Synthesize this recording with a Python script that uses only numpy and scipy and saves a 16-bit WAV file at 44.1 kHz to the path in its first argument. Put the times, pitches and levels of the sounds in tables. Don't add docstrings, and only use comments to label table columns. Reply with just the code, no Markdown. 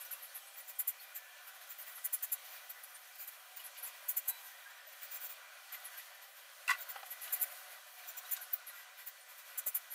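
import sys
import numpy as np
from scipy import signal
from scipy.fft import rfft, irfft, next_fast_len
from scipy.io import wavfile

SR = 44100
rng = np.random.default_rng(int(sys.argv[2]) if len(sys.argv) > 2 else 0)


def persist_wave(psi):
    counts = np.round(np.clip(psi, -1, 1) * 32767).astype(np.int16)
    wavfile.write(sys.argv[1], SR, np.atleast_2d(counts).T)


def convert_level_to_amplitude(level_db):
    exponent = np.asarray(level_db, float) / 20
    return 10 ** exponent


N = 438354

# pitch in Hz, level in dB per Hz.
HUM_SPECTRUM = [(150, -58), (250, 5), (426, -11), (536, -9), (707, -6.5), (838, -15.5), (969, -10),
                (1250, -6), (1550, -8), (2100, -10), (4500, -15.5), (5850, -44), (9900, -120)]
HISS_SPECTRUM = [(1760, -32), (3000, -0.5), (3300, -4.5), (4140, -6), (5950, -4), (7770, -6), (10000, -9),
                 (13000, -43.5), (22000, -120)]
RUSTLE_SPECTRUM = [(5290, -41.5), (9000, -6.5), (9500, -5.5), (11000, -3), (12000, -1.5), (14900, -2.5),
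                   (15800, -5.5)]

# time in seconds, level in dB.
BUSTLE_CURVE = [(0.0, -56), (0.36, -59.5), (2.49, -57.5), (2.88, -60), (3.6, -58.5), (3.74, -57),
                (4.98, -58), (5.09, -55.5), (5.59, -58), (5.81, -56), (6.37, -59), (6.87, -54.5),
                (7.17, -57), (7.34, -53), (7.94, -59), (8.25, -55), (9.08, -59.5), (9.94, -57.5)]
# time in seconds, level in dB.
STIR_CURVE = [(0.0, -57), (0.69, -62), (1.3, -64), (2.02, -58), (3.49, -63.5), (4.4, -58), (4.73, -65.5),
              (5.2, -60.5), (5.48, -65), (5.95, -58.5), (6.14, -64.5), (7.17, -58.5), (7.31, -53),
              (7.8, -62.5), (8.36, -59), (8.78, -67.5), (9.66, -61), (9.94, -64)]

# pitch in Hz, width in Hz, level in dB.
WOOD_MODES = [(6300, 300, -9), (7206, 280, 0.3), (8000, 140, -3), (8770, 510, -4), (10070, 310, 2.5)]
CLAW_MODES = [(10830, 250, -9), (11420, 70, 0), (11880, 120, -5.5), (12200, 200, -10), (12560, 200, -11.5)]
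TIP_MODES = [(12700, 250, -8.5), (13120, 130, -2), (13920, 130, 0.5), (14500, 170, -4), (15100, 300, -4)]

# start in seconds, length in seconds,
# share of the length spent rising, strength in dB, tip over claw in dB.
HARD_STROKES = [(0.789, 0.034, 0.36, -38.5, 0.5), (0.874, .036, .27, -38, 1),
                (2.044, 0.029, 0.44, -38.5, 2), (2.128, 0.034, 0.36, -37, 1.5),
                (2.226, 0.032, 0.26, -39, 4), (2.319, 0.03, 0.33, -36.5, 0), (4.085, 0.036, .3, -36.5, 4),
                (4.166, 0.033, 0.29, -36.5, 3.5), (4.278, 0.035, 0.32, -37.5, 0),
                (7.324, 0.035, 0.41, -37, 0), (7.412, 0.036, 0.55, -34.5, 2), (8.312, 0.038, 0.44, -35, 9),
                (9.577, 0.029, 0.34, -39, 2), (9.663, 0.039, 0.3, -37.5, 5), (9.746, 0.035, 0.28, -36.5, 2)]
# start in seconds, length in seconds, strength in dB,
# tip over claw in dB.
EDGE_STROKES = [(0.0, 0.04, -48, -16), (0.111, 0.045, -44, -8.5), (0.22, 0.063, -52, -31),
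                (0.345, 0.052, -49, -7), (1.148, 0.043, -48, 1), (1.95, 0.056, -53, -14),
                (2.833, 0.031, -52.5, -6.5), (3.272, .031, -50, 2.5), (3.641, 0.056, -49.5, -14),
                (3.771, 0.05, -54, -5), (3.827, 0.055, -44.5, -14), (5.72, 0.052, -50, -3),
                (5.844, 0.048, -49.5, -14), (5.972, 0.054, -51.5, -8), (6.68, 0.055, -54, 0),
                (7.105, .048, -47, -7.5), (7.212, 0.071, -49.5, -4), (7.399, .024, -45, -6),
                (7.358, 0.025, -52, -3), (.465, 0.032, -60, -20), (6.216, 0.041, -62, -3),
                (6.144, .025, -64, -5), (8.41, 0.051, -50.5, -8), (8.29, 0.022, -56, -4),
                (8.667, 0.054, -51, -7.5), (9.907, 0.073, -46.5, -14)]
# start in seconds, length in seconds, strength in dB,
# tip over claw in dB.
POINT_STROKES = [(0.043, .036, -54, 4), (0.566, 0.058, -52, 12), (0.676, 0.045, -49.5, 7),
                 (0.997, 0.067, -58.5, 3), (1.465, 0.047, -58, 2), (1.693, 0.048, -50.5, 7),
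                 (1.78, 0.045, -50.5, 18), (1.809, 0.037, -52, -7), (1.669, 0.022, -60, -13),
                 (1.912, .03, -62, -15), (1.539, 0.043, -64, 3), (1.863, 0.052, -52, 21),
                 (2.495, 0.12, -57, 6), (2.693, 0.033, -48.5, 3), (3.15, 0.021, -61, 0),
                 (3.182, 0.081, -50.5, 9), (3.562, 0.03, -49, 16), (3.59, .04, -59, 0),
                 (4.769, 0.03, -66, 8), (4.872, 0.045, -63, 8), (4.7, 0.022, -64, 18),
                 (4.921, 0.023, -59, 6), (5.015, 0.057, -49.5, 17), (5.108, 0.043, -48, 21),
                 (5.138, .045, -46.5, 9), (5.201, 0.051, -49.5, 18), (5.23, 0.053, -46.5, 8),
                 (5.288, 0.056, -49, 15), (6.778, 0.04, -56, 5), (6.803, 0.037, -46, 26),
                 (6.887, 0.04, -45.5, 24), (7.514, 0.02, -52, 15), (7.976, 0.044, -60, 13),
                 (8.073, 0.049, -48.5, 13), (8.168, 0.034, -46, 11), (8.522, 0.045, -51, -6),
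                 (9.062, 0.04, -47, 10)]
# start in seconds, length in seconds, strength in dB.
SHUFFLES = [(1.607, 0.047, -63), (2.439, 0.069, -61.5), (2.95, 0.033, -65), (3.308, 0.073, -67),
            (4.44, 0.077, -61), (6.35, 0.076, -66), (7.055, 0.03, -59), (7.699, 0.072, -62.5),
            (8.723, 0.14, -62), (8.973, 0.075, -60.5), (9.285, .055, -63), (9.375, 0.05, -62),
            (9.45, .11, -65)]
# start in seconds, length in seconds, strength in dB,
# tip over claw in dB, wood level in dB.
SNAPS = [
    (8.533, .016, -32, 20, -75),
    (8.556, .01, -48, 22, -75),
    (8.365, .02, -58, 0, -56),
    (3.865, .04, -52, 10, -58),
]

# start in seconds, length in seconds, pitch in Hz, level in dB.
WIRE_RINGS = [(0.285, 0.035, 4370, -61), (2.967, 0.122, 11412, -65), (4.25, 0.145, 7967, -66),
              (4.255, 0.139, 10077, -63), (4.279, 0.11, 3962, -59), (4.377, 0.029, 11412, -63),
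              (4.633, 0.035, 8656, -69), (5.927, 0.035, 14168, -69), (6.165, 0.035, 3832, -66),
              (7.477, 0.087, 10508, -66), (7.495, 0.134, 6976, -68), (7.524, 0.093, 8354, -67),
              (7.558, 0.029, 14987, -67), (7.628, 0.029, 3402, -68), (8.029, 0.035, 3789, -67),
              (8.661, 0.064, 11154, -65), (9.364, 0.07, 8225, -69)]
# start in seconds, length in seconds, pitch in # Hz, level in dB.
MORE_RINGS = [(.06, 0.015, 5900, -53), (.36, 0.3, 8000, -71), (.04, .03, 9000, -63),
              (8.72, 0.069, 1400, -58.5), (5.9, 0.49, 1790, -68), (9.3, 0.35, 1600, -69.5),
              (1.15, 0.2, 740, -71), (.92, .025, 11700, -60), (8.69, .025, 4100, -60),
              (6.785, .03, 3850, -59), (.532, 0.03, 10500, -59), (.6, 0.023, 9800, -50),
              (.99, 0.028, 4350, -55.5), (2.025, 0.022, 8600, -57), (2.94, 0.031, 9150, -51),
              (3.182, 0.037, 4760, -61.5), (3.59, 0.019, 2950, -48.5), (4.247, 0.2, 11950, -58.5),
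              (4.45, .03, 11300, -63), (8.247, 0.018, 3880, -51.5), (4.279, 0.13, 950, -63.5),
              (4.651, 0.053, 1630, -53.5), (4.68, 0.18, 967, -69), (4.865, .03, 620, -57.5),
              (5.951, 0.045, 1600, -56), (0.753, .02, 8700, -59), (0.12, .045, 2700, -58.5),
              (2.55, 0.023, 4750, -62), (0.465, .04, 8950, -60), (.68, .02, 9150, -55),
              (.575, .025, 7500, -62), (8.4, 0.03, 1600, -52), (6.22, .05, 13500, -62),
              (7.06, 0.044, 720, -60), (0.4, 0.055, 3080, -64), (1.15, 0.33, 1750, -62.5),
              (1.3, .02, 3200, -61), (1.51, .04, 7000, -69), (2.295, .025, 9800, -65),
              (4.497, 0.78, 1840, -65.5), (4.75, 0.027, 5850, -66), (4.863, 0.031, 13700, -53),
              (9.2, .045, 9300, -60), (3.779, 0.15, 950, -68)]
# start in seconds, length in seconds, top pitch in Hz, level in dB.
SQUEAKS = [(0.673, .03, 7500, -60), (1.15, .03, 7700, -53.5), (1.155, .02, 8400, -62),
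           (1.695, .028, 7350, -59), (1.88, .03, 7500, -64), (3.557, 0.03, 9200, -58),
           (3.853, 0.039, 7400, -56), (5.025, 0.018, 7900, -58), (5.113, 0.022, 7400, -64),
           (5.15, 0.035, 7470, -55), (5.146, 0.032, 6200, -58), (5.243, .03, 7500, -61),
           (5.243, 0.033, 6300, -63), (5.3, 0.036, 7300, -68), (6.895, 0.027, 7600, -58),
           (8.073, 0.039, 7300, -56), (8.075, .035, 5900, -60), (8.167, 0.032, 7300, -52.5),
           (8.168, .035, 5900, -58), (8.31, 0.035, 7100, -49), (9.065, 0.027, 7300, -65)]

# centre in seconds, half length in seconds, level in dB.
FLUFFS = [
    (2.38, 0.28, -64.5),
    (3.95, 0.056, -64),
    (3.62, 0.083, -63.5),
    (3.77, .025, -60),
    (6, .05, -59.5),
    (.11, 0.046, -66.5),
    (7.33, 0.088, -65),
    (8.353, 0.065, -57),
]

# time in seconds, peak in dB, pitch in Hz, 60 dB fade in seconds.
KNOCKS = [(0.56, -47, 1920, 0.02), (1.616, -45, 1500, 0.013), (1.983, -42, 1395, 0.011),
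          (3.834, -46, 1400, 0.02), (4.273, -52, 970, 0.03), (5.022, -48, 2400, 0.025),
          (5.028, -49, 1600, .02), (5.654, -51, 2600, 0.022), (5.722, -47, 1700, .015),
          (5.735, -49, 2500, .015), (5.757, -47, 1500, .015), (5.748, -41.5, 2050, 0.02),
          (5.943, -45, 1600, 0.028), (6.898, -51, 1980, .04), (6.958, -38, 580, 0.027),
          (6.963, -36, 800, .015), (6.972, -48, 1200, 0.014), (6.964, -37, 1450, .01),
          (6.963, -42, 1950, .01), (6.962, -44, 1350, 0.012), (7.032, -45, 1380, .01),
          (7.033, -36.5, 756, 0.04), (7.037, -43, 1200, .015), (7.033, -46, 2450, .015),
          (0.11, -44, 1480, 0.027), (7.106, -54, 2000, 0.031), (7.44, -44, 2300, 0.03),
          (7.436, -46, 1500, .015), (7.444, -46, 1950, .03), (7.372, -49, 1950, 0.024),
          (8.04, -46.5, 1950, 0.028), (8.368, -45, 3750, 0.025), (8.372, -45, 1600, .025),
          (8.376, -48, 1100, .02), (9.665, -39, 632, 0.07), (9.672, -49, 1440, 0.02),
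          (3.77, -48, 2900, 0.03), (7.334, -45, 1900, 0.035), (7.28, -46.5, 3000, 0.022)]

# time in seconds, level in dB, brightness in dB, extra ring of the rim in dB.
BOUNCES = [(6.6785, -33, 2, 8), (6.685, -37, -12, -8), (6.690, -26, -10, -2), (6.696, -31, -13, -1),
           (6.702, -37.5, 5, -1), (6.705, -22, -7, -5.5), (6.712, -26.5, -10, -10), (6.717, -35, -11, -5),
           (6.724, -43, -8, 5), (6.729, -44, -13, -4), (6.734, -41, -8, 9), (6.744, -47, -20, 0)]
# pitch in Hz, level in dB, 60 dB fade in seconds.
TRAY_MODES = [(1012, -11.5, .025), (1122, -6, 0.052), (1445, -1, 0.032), (1960, 1.5, 0.05),
              (2000, -5, 0.047), (2075, -10, 0.06), (2385, -14, 0.03), (2490, -11.5, .05),
              (2738, -1.5, 0.048), (3420, -16, .03), (4050, -18, 0.02), (4795, -20, 0.03),
              (5900, -34, 0.02), (7100, -32, .015)]

# pitch in Hz, width in Hz, level in dB.
CASE_MODES = [(557, 71, 5), (736, 46, 6.5), (993, 94, 3.5), (1479, 64, 7.5), (1588, 45, 6.5),
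              (1765, 24, 7.5), (1951, 52, 10), (2373, 100, 7.5), (2700, 28, 2.5), (3290, 120, 3.5),
              (3866, 51, 3.5), (4330, 63, 3.5), (5900, 72, 3)]


def rms_one(x):
    return x / np.sqrt(np.mean(x ** 2) + 1e-30)


def add(out, start, x):
    at = max(int(start * SR), 0)
    out[at:at + len(x)] += x[:len(out) - at]


def resonate(x, hz, width_hz):
    r = np.exp(-np.pi * width_hz / SR)
    feedback = [1, -2 * r * np.cos(2 * np.pi * hz / SR), r * r]
    return signal.lfilter([(1 - r * r) / 2, 0, (r * r - 1) / 2], feedback, x)


def resonate_twice(x, hz, width_hz):
    return resonate(resonate(x, hz, width_hz), hz, width_hz)


def ring(push, hz, t60):
    r, w = convert_level_to_amplitude(-60 / (t60 * SR)), 2 * np.pi * hz / SR
    return signal.lfilter([0, np.sin(w)], [1, -2 * r * np.cos(w), r * r], push)


def high_pass(x, order, hz):
    return signal.sosfilt(signal.butter(order, hz, "high", fs=SR, output="sos"), x + 1e-18)


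def drift(rate):
    knots = np.clip(rng.standard_normal(int(N / SR * 40) + 2), -3, 1.8)
    return np.interp(np.arange(0, N, 16) / SR * rate, np.arange(len(knots)), knots)


def patchy_noise(spectrum, patchy_db):
    hz, db = np.transpose(spectrum)
    edges = np.geomspace(hz[0], hz[-1], int(3 * np.log2(hz[-1] / hz[0])) + 2)
    size = next_fast_len(N)
    f = np.arange(size // 2 + 1) * SR / size + 1
    coloured = rfft(rng.standard_normal(size)) * convert_level_to_amplitude(np.interp(np.log(f), np.log(hz), db))
    out, together = np.zeros(N), drift(18)
    for low, high in zip(edges, edges[1:]):
        band = irfft(coloured * ((f >= low) & (f < high)), size)[:N]
        flicker_db = patchy_db * (.8 * together + drift(25))
        out += band * np.repeat(convert_level_to_amplitude(flicker_db), 16)[:N]
    return rms_one(out)


def echoes(x):
    t60 = 0.065
    t = np.arange(int(.3 * SR)) / SR
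    tail = rng.standard_normal(len(t)) * convert_level_to_amplitude(-60 * t / t60) * (t > .003)
    return signal.fftconvolve(x, tail / np.sqrt(np.sum(tail ** 2)))[:N]


def room():
    t = np.arange(N) / SR
    bustle_db = np.interp(t, *np.transpose(BUSTLE_CURVE))
    stir_db = np.interp(t, *np.transpose(STIR_CURVE))
    hiss_db = -61 + 0.54 * (bustle_db - bustle_db.mean()) + 0.26 * (stir_db - stir_db.mean())
    hum = convert_level_to_amplitude(0.44 + bustle_db) * patchy_noise(HUM_SPECTRUM, patchy_db=1.5)
    hiss = convert_level_to_amplitude(hiss_db) * patchy_noise(HISS_SPECTRUM, patchy_db=1.0)
    rustle = convert_level_to_amplitude(2.5 + stir_db) * patchy_noise(RUSTLE_SPECTRUM, patchy_db=1.6)
    fan_tone = rms_one(resonate_twice(rng.standard_normal(N), hz=797, width_hz=6))
    fan_stops = 7
    air = hum + hiss + rustle + convert_level_to_amplitude(-78) * fan_tone * (t < fan_stops)
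    return convert_level_to_amplitude(-2.0) * (air + convert_level_to_amplitude(-14) * echoes(air))


def strokes():
    rows = [(s, length, rise, -46.0, db, tilt_db) for s, length, rise, db, tilt_db in HARD_STROKES]
    for s, length, db, tilt_db in EDGE_STROKES:
        rows.append((s, length, 0.4, db - 10 + 0.35 * tilt_db, db, tilt_db))
    rows += [(s, length, 0.47, db - 11.5, db, tilt_db) for s, length, db, tilt_db in POINT_STROKES]
    rows += [(s, length, 0.35, db - 7, db, 0) for s, length, db in SHUFFLES]
    rows += [(s, length, 0.35, wood_db, db, tilt_db) for s, length, db, tilt_db, wood_db in SNAPS]
    return [(*row, db - max(tilt_db, 0), db + min(tilt_db, 0)) for *row, db, tilt_db in rows]


def slip_train(size):
    slips_hz, spread, jitter, grit_db = 576, .07, .08, 0.1
    period = SR / (slips_hz * (1 + spread * rng.standard_normal()))
    at = np.cumsum(period * (1 + jitter * rng.standard_normal(80))).astype(int)
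    slips = convert_level_to_amplitude(grit_db) * rng.standard_normal(size) / np.sqrt(period)
    heights = convert_level_to_amplitude(2.3 * rng.standard_normal(80))
    slips[at[at < size]] += heights[at < size]
    return slips


def pressure(t, length, rise):
    top, touch = np.clip(rise, .05, .95) * length, .011
    away = np.where(t < top + .004, (top + 0.0034 - t) / top, (t - top - .004) / (length - top))
    return convert_level_to_amplitude(-12 * np.abs(away) ** 2.2) * np.minimum(t / touch, 1)


def rasps():
    out, size = np.zeros(N), int(.13 * SR)
    for start, length, rise, wood_db, claw_db, tip_db in strokes():
        t = np.arange(min(int((1.3 * length + .01) * SR), size)) / SR
        slips = slip_train(size)[:len(t)]
        stroke = pressure(t, length, rise)
        branch = resonate(rng.standard_normal(len(t)), hz=1500, width_hz=3200)
        add(out, start - .004, convert_level_to_amplitude(-58.5 + 0.25 * (wood_db + 57.5)) * stroke * rms_one(branch))

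        spread_db = 2.5 * rng.standard_normal((3, 5))
        spread_db[2] += 0.17 * (tip_db - claw_db) * np.arange(-2, 3)
        pressed = np.clip((claw_db + 47) / 6, 0, 1)
        spread_db[1] -= 3 * pressed * np.maximum(np.arange(-1, 4), 0)
        lightness = np.clip((-41 - max(wood_db, claw_db, tip_db)) / 9, 0, 1)
        widen = 1.48 + 2.2 * lightness
        early = np.clip(.5 - t / length, -.7, .5) * np.clip((claw_db - tip_db) / 8, .2, 1)
        shifts = 1 + .008 * rng.standard_normal((3, 5))
        groups = (WOOD_MODES, CLAW_MODES, TIP_MODES)
        for g, (group, level_db) in enumerate(zip(groups, (wood_db, claw_db, tip_db))):
            modes = np.zeros(len(t))
            for k, (hz, width, db) in enumerate(group):
                mode = resonate_twice(slips, hz * shifts[g, k], widen * width)
                modes += (-1) ** k * convert_level_to_amplitude(db + spread_db[g, k] + 9 * k * early) * mode
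            heard = rms_one(modes)
            late_db = 0
            if g == 0:
                late_db = 3.5 * np.clip(t / length - .5, -.5, .5)
            else:
                centre_hz = np.mean(group, axis=0)[0]
                heard = heard + convert_level_to_amplitude(-10) * rms_one(resonate_twice(slips, centre_hz, 1800))
            add(out, start - .0065, convert_level_to_amplitude(level_db + 1.57 + late_db) * stroke * heard)
    return out


def wires():
    out = np.zeros(N)
    tiny_per_s, tiny_db, squeak_arch = 9, -73, .045
    luck = rng.random((int(tiny_per_s * N / SR), 4))
    tiny = luck * [N / SR, .03, 9000, 6] + [0, .015, 3000, tiny_db - 3]
    rows = [(*row, 0) for row in list(WIRE_RINGS) + list(MORE_RINGS) + list(tiny)]
    rows += [(*row, squeak_arch) for row in SQUEAKS]
    wobble = np.cumsum(.04 * rng.standard_normal(N + SR))
    for start, length, hz, db, arch in rows:
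        t = np.arange(int(length * 1.3 * SR)) / SR
        pitch = hz * (1 - arch * (2 * t / length - 1) ** 2)
        line = np.sin(2 * np.pi * np.cumsum(pitch) / SR + wobble[int(start * SR):][:len(t)])
        swell = np.minimum(t / .012, 1) * convert_level_to_amplitude(-12 * (t / length) ** 3)
        add(out, start, convert_level_to_amplitude(db + 3) * line * swell)
    return out


def fluffs():
    t = np.arange(N) / SR
    swell = sum(convert_level_to_amplitude(db - 11 * np.minimum(((t - s) / half) ** 2, 20)) for s, half, db in FLUFFS)
    return swell * rms_one(resonate_twice(rng.standard_normal(N), hz=2000, width_hz=3300))


def knocks():
    out, t = np.zeros(N), np.arange(int(.2 * SR)) / SR
    for s, db, hz, t60 in KNOCKS:
        contact = rng.standard_normal((2, len(t))) * np.exp(-t / 0.0045) * np.minimum(t / 0.002, 1)
        body = ring(contact[0], hz, min(t60, .09))
        scuff = resonate_twice(contact[1], 300 + .8 * hz, 1.1 * hz)
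        scuff_share = 0.59 * hz / 1000
        knock = body / np.abs(body).max() + scuff_share * scuff / np.abs(scuff).max()
        add(out, s - .004, convert_level_to_amplitude(db - 3) * knock)
    thud = convert_level_to_amplitude(-30) * resonate(np.abs(out) + 1e-18, hz=250, width_hz=250)
    return high_pass(out, 4, 430) + thud


def clatter():
    out, t = np.zeros(N), np.arange(int(.12 * SR)) / SR
    rim_hz, skid_s, rattle_s = 2725, .003, .014
    for s, db, bright_db, rim_db in BOUNCES:
        chance_db = 0.89 * rng.standard_normal(len(TRAY_MODES))
        skid = rng.standard_normal((len(TRAY_MODES) + 1, len(t))) * np.exp(-t / skid_s)
        modes = np.zeros(len(t))
        for (hz, level_db, t60), luck_db, rub in zip(TRAY_MODES, chance_db, skid):
            tilt_db = 0.88 * (bright_db + 6.5) * np.log2(min(hz, 3000) / 2000)
            extra_db = rim_db * (abs(hz / rim_hz - 1) < .06)
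            mode = resonate(ring(rub, hz, t60), hz, 220 * hz / 2000)
            modes += convert_level_to_amplitude(level_db + luck_db + tilt_db + extra_db) * rms_one(mode)
        crackle = convert_level_to_amplitude(bright_db - 6.0) * rms_one(resonate_twice(skid[-1], 6500, 10000))
        rattle = rms_one(resonate(rng.standard_normal(len(t)) * np.exp(-t / rattle_s), 1100, 2200))
        add(out, s, convert_level_to_amplitude(db - 20.5) * (modes + crackle + convert_level_to_amplitude(-6) * rattle))
    return high_pass(out, 2, 520)


def case(x):
    out = x
    for hz, width, db in CASE_MODES:
        gain = np.repeat(convert_level_to_amplitude(db + 2 * drift(2.5)), 16)[:N]
        out = out + (gain - 1) * resonate(x, hz, width)
    return out


def scene():
    scraped = rasps()
    struck = wires() + knocks() + clatter()
    echo = convert_level_to_amplitude(-13) * echoes(struck + scraped)
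    return (struck + echo + case(scraped + room() + fluffs()))[None]


def band_limit(x):
    return signal.sosfilt(signal.butter(12, 16810, fs=SR, output="sos"), x)


def record(dry):
    x = signal.sosfilt(signal.cheby2(4, 40, 300, "high", fs=SR, output="sos"), dry)
    x = signal.sosfilt(signal.ellip(12, .5, 70, 15600, fs=SR, output="sos"), x)
    noise = signal.lfilter([1], [1, -.9], rng.standard_normal(dry.shape))
    return band_limit(x + convert_level_to_amplitude(-96.5) * rms_one(noise))


dry = scene()
out = record(dry)
persist_wave(out)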